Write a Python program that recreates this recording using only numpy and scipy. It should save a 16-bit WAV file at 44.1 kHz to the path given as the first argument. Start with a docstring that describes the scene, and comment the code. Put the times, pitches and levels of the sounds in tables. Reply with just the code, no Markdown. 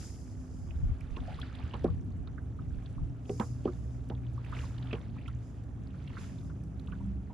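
"""A plastic kayak pedalled over a light chop. From the start, wind buffets the microphone over the drone
of the hull, far boat motors and open water; wash surges along the side, throwing spray, and foam hisses
away. Just before one second, single bubbles begin to plop at their resonances and a few eddies thump on
the microphone ports. From about one second to five, wavelets slap the hull, ringing its modes and the
air pockets they trap. Surges, foam and plops go on to the end, where more motor tones come in."""
import sys
import numpy as np
from scipy import signal
from scipy.fft import rfft, irfft
from scipy.io import wavfile

SR = 44100
rng = np.random.default_rng(int(sys.argv[2]) if len(sys.argv) > 2 else 0)


def bounce(signal):
    """Save signal as a 16-bit WAV file at the path given by the first command-line argument."""
    frames = np.transpose(np.atleast_2d(signal))
    limited = np.clip(frames, -1, 1)
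    pcm = np.round(limited * 32767).astype(np.int16)
    wavfile.write(sys.argv[1], SR, pcm)


N = 323385
TIME_S = np.arange(N) / SR
BIN_HZ = np.arange(1, N // 2 + 2) * SR / N   # one bin up, so the logarithm is finite


def from_db(db):
    """The decibel law: amplitude grows tenfold every 20 dB."""
    return 10 ** (np.asarray(db) / 20)


def unit_rms(x):
    """Normalisation to unit mean power."""
    return x / np.sqrt(np.mean(x ** 2) + 1e-20)


def per_bin(curve):
    """Interpolation of a curve to every bin along a log-frequency axis."""
    hz, values = np.transpose(curve)
    return np.interp(np.log(BIN_HZ), np.log(hz + 1), values)


def drift(rate_hz):
    """Slow random modulation: low-passed noise of unit rms."""
    step = 40
    pole = np.exp(-2 * np.pi * step * rate_hz / SR)
    slow = signal.lfilter([1], [1, -2 * pole, pole ** 2], rng.standard_normal(N // step + 2002))[2000:]
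    return np.interp(np.arange(N) / step, np.arange(len(slow)), unit_rms(slow))


def coloured(x, spectrum):
    """Spectral shaping to unit rms, silent beyond the ends of the spectrum."""
    inside = (BIN_HZ > spectrum[0][0]) & (BIN_HZ < spectrum[-1][0])
    return unit_rms(irfft(rfft(x) * from_db(per_bin(spectrum)) * inside, N))


def diffuse(spectrum, flicker_db, rate_hz, coherence=None):
    """A diffuse field: noise partly coherent at the two ports, its octaves flickering partly together."""
    # Likeness of ambient sound at the two ports: frequency_hz, coherence
    ambient_coherence = [(25, 0.14), (60, 1), (125, 1), (250, 1), (500, 0.71), (1000, 0.023), (2000, 0.06),
                         (4000, 0.63), (8000, 0.029), (13000, 0.58)]
    if coherence is None:
        coherence = per_bin(ambient_coherence)
    out, together = 0, drift(rate_hz / 4)
    mid, side = rfft(rng.standard_normal((2, N)))
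    pair = np.sqrt(1 + coherence) * mid + np.sqrt(1 - coherence) * side * [[1], [-1]]
    first, last = np.log2([spectrum[0][0], spectrum[-1][0]])
    for octave in np.arange(np.floor(first), last + 1):
        window = np.cos(np.pi / 2 * np.clip(np.log2(BIN_HZ) - octave, -1, 1))
        out = out + irfft(pair * window, N) * from_db(flicker_db * (.9 * together + drift(rate_hz)))
    return coloured(out, spectrum)


def panned(x, pan_db):
    """Direction by level difference: left exceeds right by pan_db."""
    return x * from_db([[pan_db / 2], [-pan_db / 2]])


def add(out, start_s, sound):
    """Superposition of a short sound on a stereo signal."""
    at = round(start_s * SR)
    out[:, at:at + sound.shape[-1]] += sound[..., :max(N - at, 0)]


def swells(crests_s, peaks_db, holds_s, bed_db, rise_db_per_s, fall_db_per_s):
    """Incoherent powers add: the level in dB of a steady bed plus swells that climb, hold and fall."""
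    power = np.full(N, from_db(2 * bed_db))
    for crest_s, peak_db, hold_s in zip(crests_s, peaks_db, holds_s):
        before_s = np.maximum(crest_s - TIME_S, 0)
        after_s = np.maximum(TIME_S - crest_s - hold_s, 0)
        power += from_db(2 * (peak_db - rise_db_per_s * before_s - fall_db_per_s * after_s))
    return 10 * np.log10(power)


def crossover(x, low_db, high_db, split_hz):
    """A crossover with a level for each band; the minus sign keeps them in phase where they meet."""
    low, high = (signal.sosfilt(signal.butter(2, split_hz, kind, fs=SR, output="sos"), x)
                 for kind in ("low", "high"))
    return from_db(low_db) * unit_rms(low) - from_db(high_db) * unit_rms(high)


def ring(clicks, hz, t60_s):
    """A damped resonator: a unit impulse starts a decaying sine of height 1."""
    radius, angle = from_db(-60 / (t60_s * SR)), 2 * np.pi * hz / SR
    return signal.lfilter([0, np.sin(angle)], [1, -2 * radius * np.cos(angle), radius ** 2], clicks + 1e-18)


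def swarm(per_s, spread_db, pitches_hz, cycles):
    """A Poisson process: impulses of uneven size, each dealt to one of a bank of resonators."""
    sizes = from_db(spread_db * np.minimum(rng.exponential(1, N), 4))
    signs = rng.choice([-1, 1], N)
    clicks = sizes * signs / np.sqrt(per_s) * (rng.random(N) < per_s / SR)
    dealt, pans_db = rng.integers(0, len(pitches_hz), N), rng.normal(0, 3, len(pitches_hz))
    out = np.zeros((2, N))
    for k, hz in enumerate(pitches_hz):
        ringing = ring(clicks * (dealt == k), hz, cycles / hz)
        rounded = ring(ringing, hz, .4 * cycles / hz)   # a wider resonance softens each onset
        out += panned(rounded * hz ** 1.5, pans_db[k])
    return out


def damped_sine(hz, cycles, glide, onset_cycles=2.6):
    """A free oscillation that swells and decays 60 dB over `cycles`, its pitch climbing by 2 * glide."""
    turns = np.arange(int(cycles / hz * SR) + 8) / SR * hz
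    phase = 2 * np.pi * turns * (1 + glide * turns / cycles)
    onset = (1 - np.exp(-turns / onset_cycles)) ** 2
    return np.sin(phase) * from_db(-60 * turns / cycles) * onset


def burst(low_hz, high_hz, t60_s):
    """A noise transient: one band with a rounded onset and exponential decay, mostly alike at both ports."""
    t = np.arange(int(t60_s * SR)) / SR
    band = signal.butter(3, [low_hz, min(high_hz, .45 * SR)], "band", fs=SR, output="sos")
    envelope = from_db(-60 * t / t60_s) * (1 - np.exp(-t / (.14 * t60_s)))
    noise = rng.standard_normal((2, len(t))) * [[1], [.45]]
    mid, side = unit_rms(signal.sosfilt(band, noise)) * envelope
    return np.array([mid + side, mid - side])


def wind():
    """Turbulent pressure on the ports: a steady breeze with short gusts and deep lumps."""
    # Spectrum of the buffeting: frequency_hz, density_db
    spectrum = [(11, -14.5), (18, -11), (70, 3.5), (123, -4), (145, -2.5), (220, -11.5), (260, -10),
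                (340, -25), (570, -120)]
    # Gusts: crest_s, buffet_db, lump_db
    gusts = [(0.0, -41, -57), (0.861, -36, -34.5), (1.22, -47, -35), (1.92, -32, -51), (2.78, -46, -42.5),
             (3.02, -41, -39.5), (4.02, -60, -60), (6.98, -45, -45)]
    crests_s, buffet_peaks_db, lump_peaks_db = np.transpose(gusts)
    shape = dict(holds_s=np.zeros(len(gusts)), rise_db_per_s=98, fall_db_per_s=119)
    buffet_db = swells(crests_s, buffet_peaks_db, bed_db=-47, **shape)
    lump_db = swells(crests_s, lump_peaks_db, bed_db=-64, **shape)
    air = diffuse(spectrum, flicker_db=2.5, rate_hz=11.6, coherence=.35)
    return crossover(air, lump_db, buffet_db, split_hz=45)


def hull_drone():
    """The hull drones: low-frequency noise under slow amplitude modulation."""
    # Spectrum of the drone: frequency_hz, density_db
    spectrum = [(53, 0), (90, 3.5), (134, -1), (195, -10), (268, -9), (318, -16.5), (440, -23.5),
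                (700, -34), (910, -50), (1540, -120)]
    return from_db(-44.5) * diffuse(spectrum, flicker_db=1.0, rate_hz=2.4)


def far_motors():
    """Propagation fading: each motor tone wavers as the air path shifts, and passes in and out of reach."""
    # Motor tones, one track each: time_s, pitch_hz, level_db
    tracks = [
        [(0, 65, -51.5), (2.5, 64.6, -48.5), (5, 62.6, -45.5), (6.5, 65, -50), (7.33, 62.7, -40.5)],
        [(.6, 118, -61.5), (2.7, 118.2, -49.5), (3.8, 121, -43.5), (5.2, 120.6, -43), (5.45, 115.3, -46.5),
         (7.33, 113.2, -50.5)],
        [(0, 253.6, -54), (2.5, 256.9, -58), (4.5, 263.5, -55), (5.6, 264.2, -62.5), (6.3, 264.5, -57),
         (7.33, 267, -53.5)],
        [(.4, 276.3, -71.5), (3.6, 284.3, -54.5)],
        [(5.0, 220.8, -50.5), (6.7, 227.1, -81)],
        [(5.9, 186.8, -51.5), (6.6, 191.2, -53), (7.33, 197.3, -41)],
        [(6.0, 141.4, -53), (6.6, 157.8, -49.5), (7.33, 175.8, -55)],
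    ]
    out, fade_s = np.zeros(N), 0.17
    for track in tracks:
        times_s, *columns = np.transpose(track)
        hz, level_db = (np.interp(TIME_S, times_s, column) for column in columns)
        inside_s = np.minimum(TIME_S - times_s[0] + 0.086, times_s[-1] + 0.013 - TIME_S)
        reach = np.clip(inside_s / fade_s, 0, 1)
        turns = np.cumsum(hz) / SR + rng.random() + 0.07 * drift(4.0)
        out += np.sqrt(2) * np.sin(2 * np.pi * turns) * from_db(level_db + 3.0 * drift(6.0)) * reach
    return out


def open_water():
    """Far-off water arrives as a nearly stationary diffuse field."""
    # Spectrum of distant water: frequency_hz, density_db
    spectrum = [(180, -43.5), (300, -0.5), (325, -5.5), (528, -12), (777, -14.5), (943, -18), (1280, -21.5),
                (2830, -51), (6860, -38.5), (10600, -52), (14200, -62.5)]
    return from_db(-60.5) * diffuse(spectrum, flicker_db=-0.27, rate_hz=2.9)


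def surges():
    """Envelopes in dB of the low gurgle and the high crackle as water surges along the side."""
    # Surges of wash: crest_s, hold_s, gurgle_db, crackle_db
    crests = [(0.0, 0.014, -67, -64), (0.736, 0.31, -66, -92.5), (1.3, 0.11, -60.5, -61.5),
              (1.572, 0.21, -60.5, -67), (2.8, 0.053, -69.5, -74.5), (3.403, 0.33, -80, -77),
              (4.07, 0.052, -72.5, -89), (4.57, 0.049, -55.5, -62), (4.905, 0.048, -59, -68.5),
              (5.227, 0.034, -69, -70.5), (6.114, 0.14, -64.5, -66.5), (6.92, 0.035, -69, -76.5)]
    crests_s, holds_s, gurgle_peaks_db, crackle_peaks_db = np.transpose(crests)
    shape = dict(holds_s=holds_s, rise_db_per_s=71.5, fall_db_per_s=71.5)
    return (swells(crests_s, gurgle_peaks_db, bed_db=-70.5, **shape),
            swells(crests_s, crackle_peaks_db, bed_db=-87, **shape))


def wash(gurgle_db, crackle_db):
    """Clumps of bubbles resonate over a rush of water; stronger wash has more, and louder droplets."""
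    # Spectrum of the wash: frequency_hz, density_db
    wash_spectrum = [(180, -36), (300, -25), (384, -10), (703, -10.5), (938, -11.5), (1340, -9),
                     (2700, -11.5), (3600, -12.5), (4880, -17), (8000, -53), (10400, -70), (17600, -120)]
    # Spectrum of fine droplets: frequency_hz, density_db
    spatter_spectrum = [(2400, -11), (3500, 9), (7000, 3), (13500, -14)]
    bubbles_per_s = 2200 * from_db(0.2 * (gurgle_db + 64.5) + 2.5 * drift(15.0))
    bubbles = swarm(bubbles_per_s, spread_db=3.7, pitches_hz=np.geomspace(450, 6500, 28), cycles=16)
    rush = diffuse(wash_spectrum, flicker_db=1.5, rate_hz=12.0)
    bubbly = np.clip(.8 + .005 * (crackle_db + 65), .1, .95)   # weight in an equal-power mix
    water = bubbly * coloured(bubbles, wash_spectrum) + np.sqrt(1 - bubbly ** 2) * rush
    drops_per_s = 60 * from_db(3.1 * drift(5.1))
    drops = swarm(drops_per_s, spread_db=3.0, pitches_hz=np.geomspace(3000, 12000, 8), cycles=22)
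    spatter = from_db(.5 * crackle_db - 46) * coloured(drops, spatter_spectrum)
    slosh_db = 1.5 * drift(8.0)
    return crossover(water, gurgle_db + .5 * slosh_db, crackle_db + slosh_db, split_hz=1830) + spatter


def spray(crackle_db):
    """Droplets ring high and briefly in a mist of noise, whose envelope partly follows the wash."""
    # Spectrum of wind-blown spray: frequency_hz, density_db
    spectrum = [(3800, -25.5), (5500, 2), (10300, 0.5), (14300, -26)]
    drops = swarm(per_s=110, spread_db=3.2, pitches_hz=np.geomspace(6000, 12500, 6), cycles=13)
    mist = diffuse(spectrum, flicker_db=2.0, rate_hz=10.0)
    level_db = -77.5 + 0.29 * (crackle_db + 75.5)
    return from_db(level_db) * (0.62 * coloured(drops, spectrum) + 0.66 * mist)


def foam():
    """Exponential decay in stages: each patch rushes, lingers as a fainter fizz, then dies quickly."""
    # Patches of foam: crest_s, peak_db, hold_s, life_s
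    patches = [(0.0, -55.5, 0.048, 0.79), (3.311, -60.5, 0.12, 0.68), (4.588, -63.5, 0.041, 0.12),
               (5.43, -75.5, 0.029, 0.073), (6.217, -62.5, 0.022, 0.23)]
    # Spectrum of the hiss: frequency_hz, density_db
    spectrum = [(3500, -19), (4400, -9), (5000, 0), (5700, -5), (6700, 0), (7500, -2), (8000, -10),
                (8400, -7), (9200, -14), (10100, -6), (11200, -17), (14400, -26)]
    linger_db, sag_db_per_s, spent_db_per_s = -11.5, 5, 84
    crests_s, peaks_db, holds_s, _ = np.transpose(patches)
    rush_db = swells(crests_s, peaks_db, holds_s, bed_db=-92.5, rise_db_per_s=250, fall_db_per_s=67)
    power = from_db(2 * rush_db)
    for crest_s, peak_db, _, life_s in patches:
        age_s = TIME_S - crest_s
        decay_db = sag_db_per_s * age_s + spent_db_per_s * np.maximum(age_s - life_s, 0)
        power += (age_s > 0) * from_db(2 * (peak_db + linger_db - decay_db))
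    return np.sqrt(power) * panned(diffuse(spectrum, flicker_db=1.1, rate_hz=24.0), pan_db=2.5)


def bubble_cluster(hz):
    """Bubble resonance, rising in pitch near the surface: one bubble, three fainter ones and a spatter."""
    out, khz = np.zeros((2, SR // 5)), hz / 1000
    cycles = 38.5 - 0.87 * np.log2(khz)
    glide = 0.23 / khz   # big, low bubbles climb more
    detune_octaves, lag_s = 0.08 * khz, 0.007 / khz   # small ones cluster wider in pitch, closer in time
    add(out, 0, damped_sine(hz, cycles, glide))
    for detune, lag, side in rng.random((3, 3)):
        neighbour = damped_sine(hz * 2 ** (detune_octaves * (detune - .4)), cycles, glide)
        add(out, lag_s * lag, from_db(-8) * panned(neighbour, 4 * side - 2))
    add(out, 0, from_db(-3) * burst(.82 * hz, 1.22 * hz, t60_s=1.8 * cycles / hz))
    return out


def plops():
    """Resonating bubbles loud enough to be heard one by one."""
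    # Single plops: start_s, level_db, pitch_hz, pan_db
    bubbles = [(0.7071, -50.5, 2510, -14), (1.009, -46, 2275, -1), (1.165, -41, 928, -3),
               (1.164, -40, 2680, -1), (1.221, -48, 720, 1), (1.277, -35, 669, 1), (1.321, -45, 704, 1),
               (1.387, -42, 1080, 0), (1.203, -49, 3120, 0), (1.2936, -59, 3020, 2), (1.344, -47, 3830, 2),
               (1.416, -30, 3210, 1), (1.428, -37.5, 1650, 4), (1.497, -47, 1400, 7), (1.551, -42, 3370, 0),
               (1.5876, -47, 3560, 0), (1.591, -46, 770, -6), (1.651, -47, 1260, 4), (1.7363, -38, 2810, 2),
               (1.737, -32, 910, -2), (1.709, -46, 2600, 1), (1.752, -48, 3450, 2), (1.881, -43, 1077, 3),
               (2.274, -47, 3600, 2), (2.273, -46.5, 1290, -2), (2.378, -40.5, 1500, -4),
               (2.588, -44.5, 1177, -1), (2.8604, -45, 3450, 0), (2.978, -49.5, 1014, 17),
               (3.2544, -49, 3060, 2), (3.397, -27.5, 958, -7), (3.6523, -45.5, 2950, 2),
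               (3.676, -37, 1130, -6), (4.101, -48, 3010, -3), (4.108, -38.5, 752, -1),
               (4.1507, -54.5, 3300, -3), (4.2667, -50.5, 3100, 1), (4.377, -44, 1084, -4),
               (4.446, -46.5, 2480, -9), (4.524, -32.5, 1173, 0), (4.549, -43, 2900, 0),
               (4.566, -37, 2020, 0), (4.589, -37, 2700, -2), (4.611, -55, 1900, 0),
               (4.631, -40.5, 1000, 2), (4.655, -48, 1520, 0), (4.781, -41, 3610, 0), (4.794, -52, 870, -8),
               (4.8269, -45, 3500, 0), (4.8713, -44.5, 3100, -1), (4.911, -38, 2540, -2),
               (4.932, -31, 2560, 0), (4.9508, -40.5, 2760, 0), (4.96, -44, 1110, 2),
               (5.16, -48.5, 1060, -2), (5.1841, -44.5, 2170, 3), (5.213, -47, 2470, 0),
               (5.2589, -43.5, 2300, 0), (5.2788, -41.5, 3100, 0), (5.281, -38.5, 1205, 2),
               (5.943, -47, 1360, 3), (5.872, -52, 4190, 0), (5.9051, -53, 2822, 2), (6.0223, -54, 3820, 0),
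               (6.0767, -44, 2480, 1), (6.0767, -48, 3500, 1), (6.095, -49, 2700, 0), (6.132, -45, 1870, 2),
               (6.167, -35.5, 1270, -2), (6.175, -40, 1850, 0), (6.184, -45, 3500, 1),
               (6.3846, -48.5, 3670, 2), (6.497, -45.5, 1255, 3), (6.796, -51, 3787, -3),
               (6.873, -46.5, 3133, 0), (6.9193, -48.5, 2820, 1), (6.883, -44.5, 1126, 1),
               (6.924, -39.5, 1386, -2), (7, -49.5, 862, -5), (7.297, -44, 817, 3)]
    out = np.zeros((2, N))
    for start_s, level_db, hz, pan_db in bubbles:
        add(out, start_s - .001, from_db(level_db) * panned(bubble_cluster(hz), pan_db))
    return out


def eddy_thumps():
    """Each eddy gives a low, damped pressure oscillation, stronger on one port."""
    # Eddies bursting on the ports: start_s, level_db, pitch_hz, decay_cycles, pan_db
    eddies = [(0.836, -15.5, 75, 3.4, 19.5), (0.855, -18, 38, 6.3, 7), (0.898, -21, 100, 4.4, -18),
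              (0.915, -21.5, 78, 7.5, 17), (1.115, -24.5, 45, 3.2, -14), (1.64, -18.5, 80, 7.1, -2)]
    out = np.zeros((2, N))
    for start_s, level_db, hz, cycles, pan_db in eddies:
        thump = damped_sine(hz, cycles, glide=0, onset_cycles=0.27)
        add(out, start_s - .004, from_db(level_db) * panned(thump, pan_db))
    return out


def droplet_ticks():
    """Droplets tick: transients this short have a broad, bright spectrum."""
    # Single droplets: start_s, level_db
    droplets = [(1.006, -53.5), (1.841, -51.5), (3.398, -44), (4.088, -53.5), (4.447, -56), (4.6538, -54),
                (5.28, -51), (1.398, -52), (1.636, -57), (5.6361, -59), (6.636, -56.5), (6.796, -57)]
    out = np.zeros((2, N))
    for start_s, level_db in droplets:
        add(out, start_s, from_db(level_db) * burst(4500, 11000, t60_s=.016))
    return out


def hull_slaps():
    """Impact excitation: a wavelet cracks, then trapped air and hull modes ring while the splash dies."""
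    # Wavelets on the hull: start_s, level_db, pocket_hz, crack_db, splash_db, pocket_t60_s
    slaps = [(1.169, -38.5, 256, -39.5, -44, 0.094), (1.742, -29.5, 253, -36, -41, 0.04),
             (1.845, -15, 398, -37.5, -38, 0.039), (1.879, -31, 148, -72, -74, 0.15),
             (1.904, -48, 230, -52, -60.5, 0.08), (3.296, -22, 398, -38, -53, 0.12),
             (3.4, -23.5, 214, -30.5, -30, 0.12), (3.656, -17.5, 389, -45, -48, 0.043),
             (3.679, -27.5, 292, -51, -59, 0.04), (3.69, -33, 349, -66, -67, 0.14),
             (4.101, -27, 222, -41, -49, 0.036), (4.931, -24, 426, -32, -40.5, 0.072)]
    # Modes of the plastic hull: pitch_hz, gain_db, t60_s
    modes = [(168.3, -11, 0.44), (238.4, 4, 0.064), (349, 2.5, 0.073), (408, -1.5, 0.065),
             (477, -3.5, 0.17), (575, 0, 0.061), (650, -6.5, 0.073), (762, 0, 0.072), (1130, 7, 0.071)]
    starts_s, levels_db, *_ = np.transpose(slaps)
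    at, hull = (starts_s * SR).astype(int), np.zeros((2, N))
    for hz, gain_db, t60_s in modes:
        strengths = from_db(levels_db + gain_db - 9 + rng.normal(0, 2, len(at)))
        impulses = np.zeros(N)
        impulses[at] = strengths * rng.choice([-1, 1], len(at))
        hull += ring(impulses, hz, t60_s)
    push = np.hanning(round(0.0017 * SR))   # water gives a soft push, which weakens the high modes
    out = signal.lfilter(push / push.sum(), [1], hull)
    for start_s, level_db, hz, crack_db, splash_db, t60_s in slaps:
        pocket = damped_sine(hz, cycles=t60_s * hz, glide=0.055, onset_cycles=0.45)
        add(out, start_s - .002, from_db(level_db - 2) * pocket)
        add(out, start_s - .002, from_db(crack_db) * burst(820, 3600, t60_s=0.013))
        add(out, start_s + .00205, from_db(splash_db) * burst(480, 1396, t60_s=0.093))
    return out


def scene():
    """Linear superposition of hull, water, wind and motors."""
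    gurgle_db, crackle_db = surges()
    bed = hull_drone() + open_water()
    water = spray(crackle_db) + foam() + wash(gurgle_db, crackle_db)
    transients = hull_slaps() + plops() + droplet_ticks()
    return bed + water + transients + wind() + eddy_thumps() + far_motors()


def record(dry):
    """The microphone's transfer function: its ports differ in level and phase, and the top is cut."""
    # Level of the left port over the right: frequency_hz, difference_db
    balance = [(60, -3.5), (110, 1), (200, -1), (370, -0.5), (670, -4), (1230, -4), (2250, -3), (4110, -2),
               (7510, 0), (13700, -3.5)]
    # Phase of the left port ahead of the right: frequency_hz, lead_rad
    phase_lead = [(0, 0), (600, -.5), (1300, .5), (2200, -.1), (4000, .1), (6600, -1.3), (10300, -4.2),
                  (14000, -4)]
    cutoff_hz = 14800
    lead_rad = np.interp(BIN_HZ, *np.transpose(phase_lead))
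    left = from_db(per_bin(balance) / 2) * np.exp(.5j * lead_rad)
    heard = irfft(rfft(dry) * [left, 1 / left], N)
    return signal.sosfilt(signal.cheby2(18, 60, cutoff_hz, fs=SR, output="sos"), heard)


dry = scene()
out = record(dry)
bounce(out)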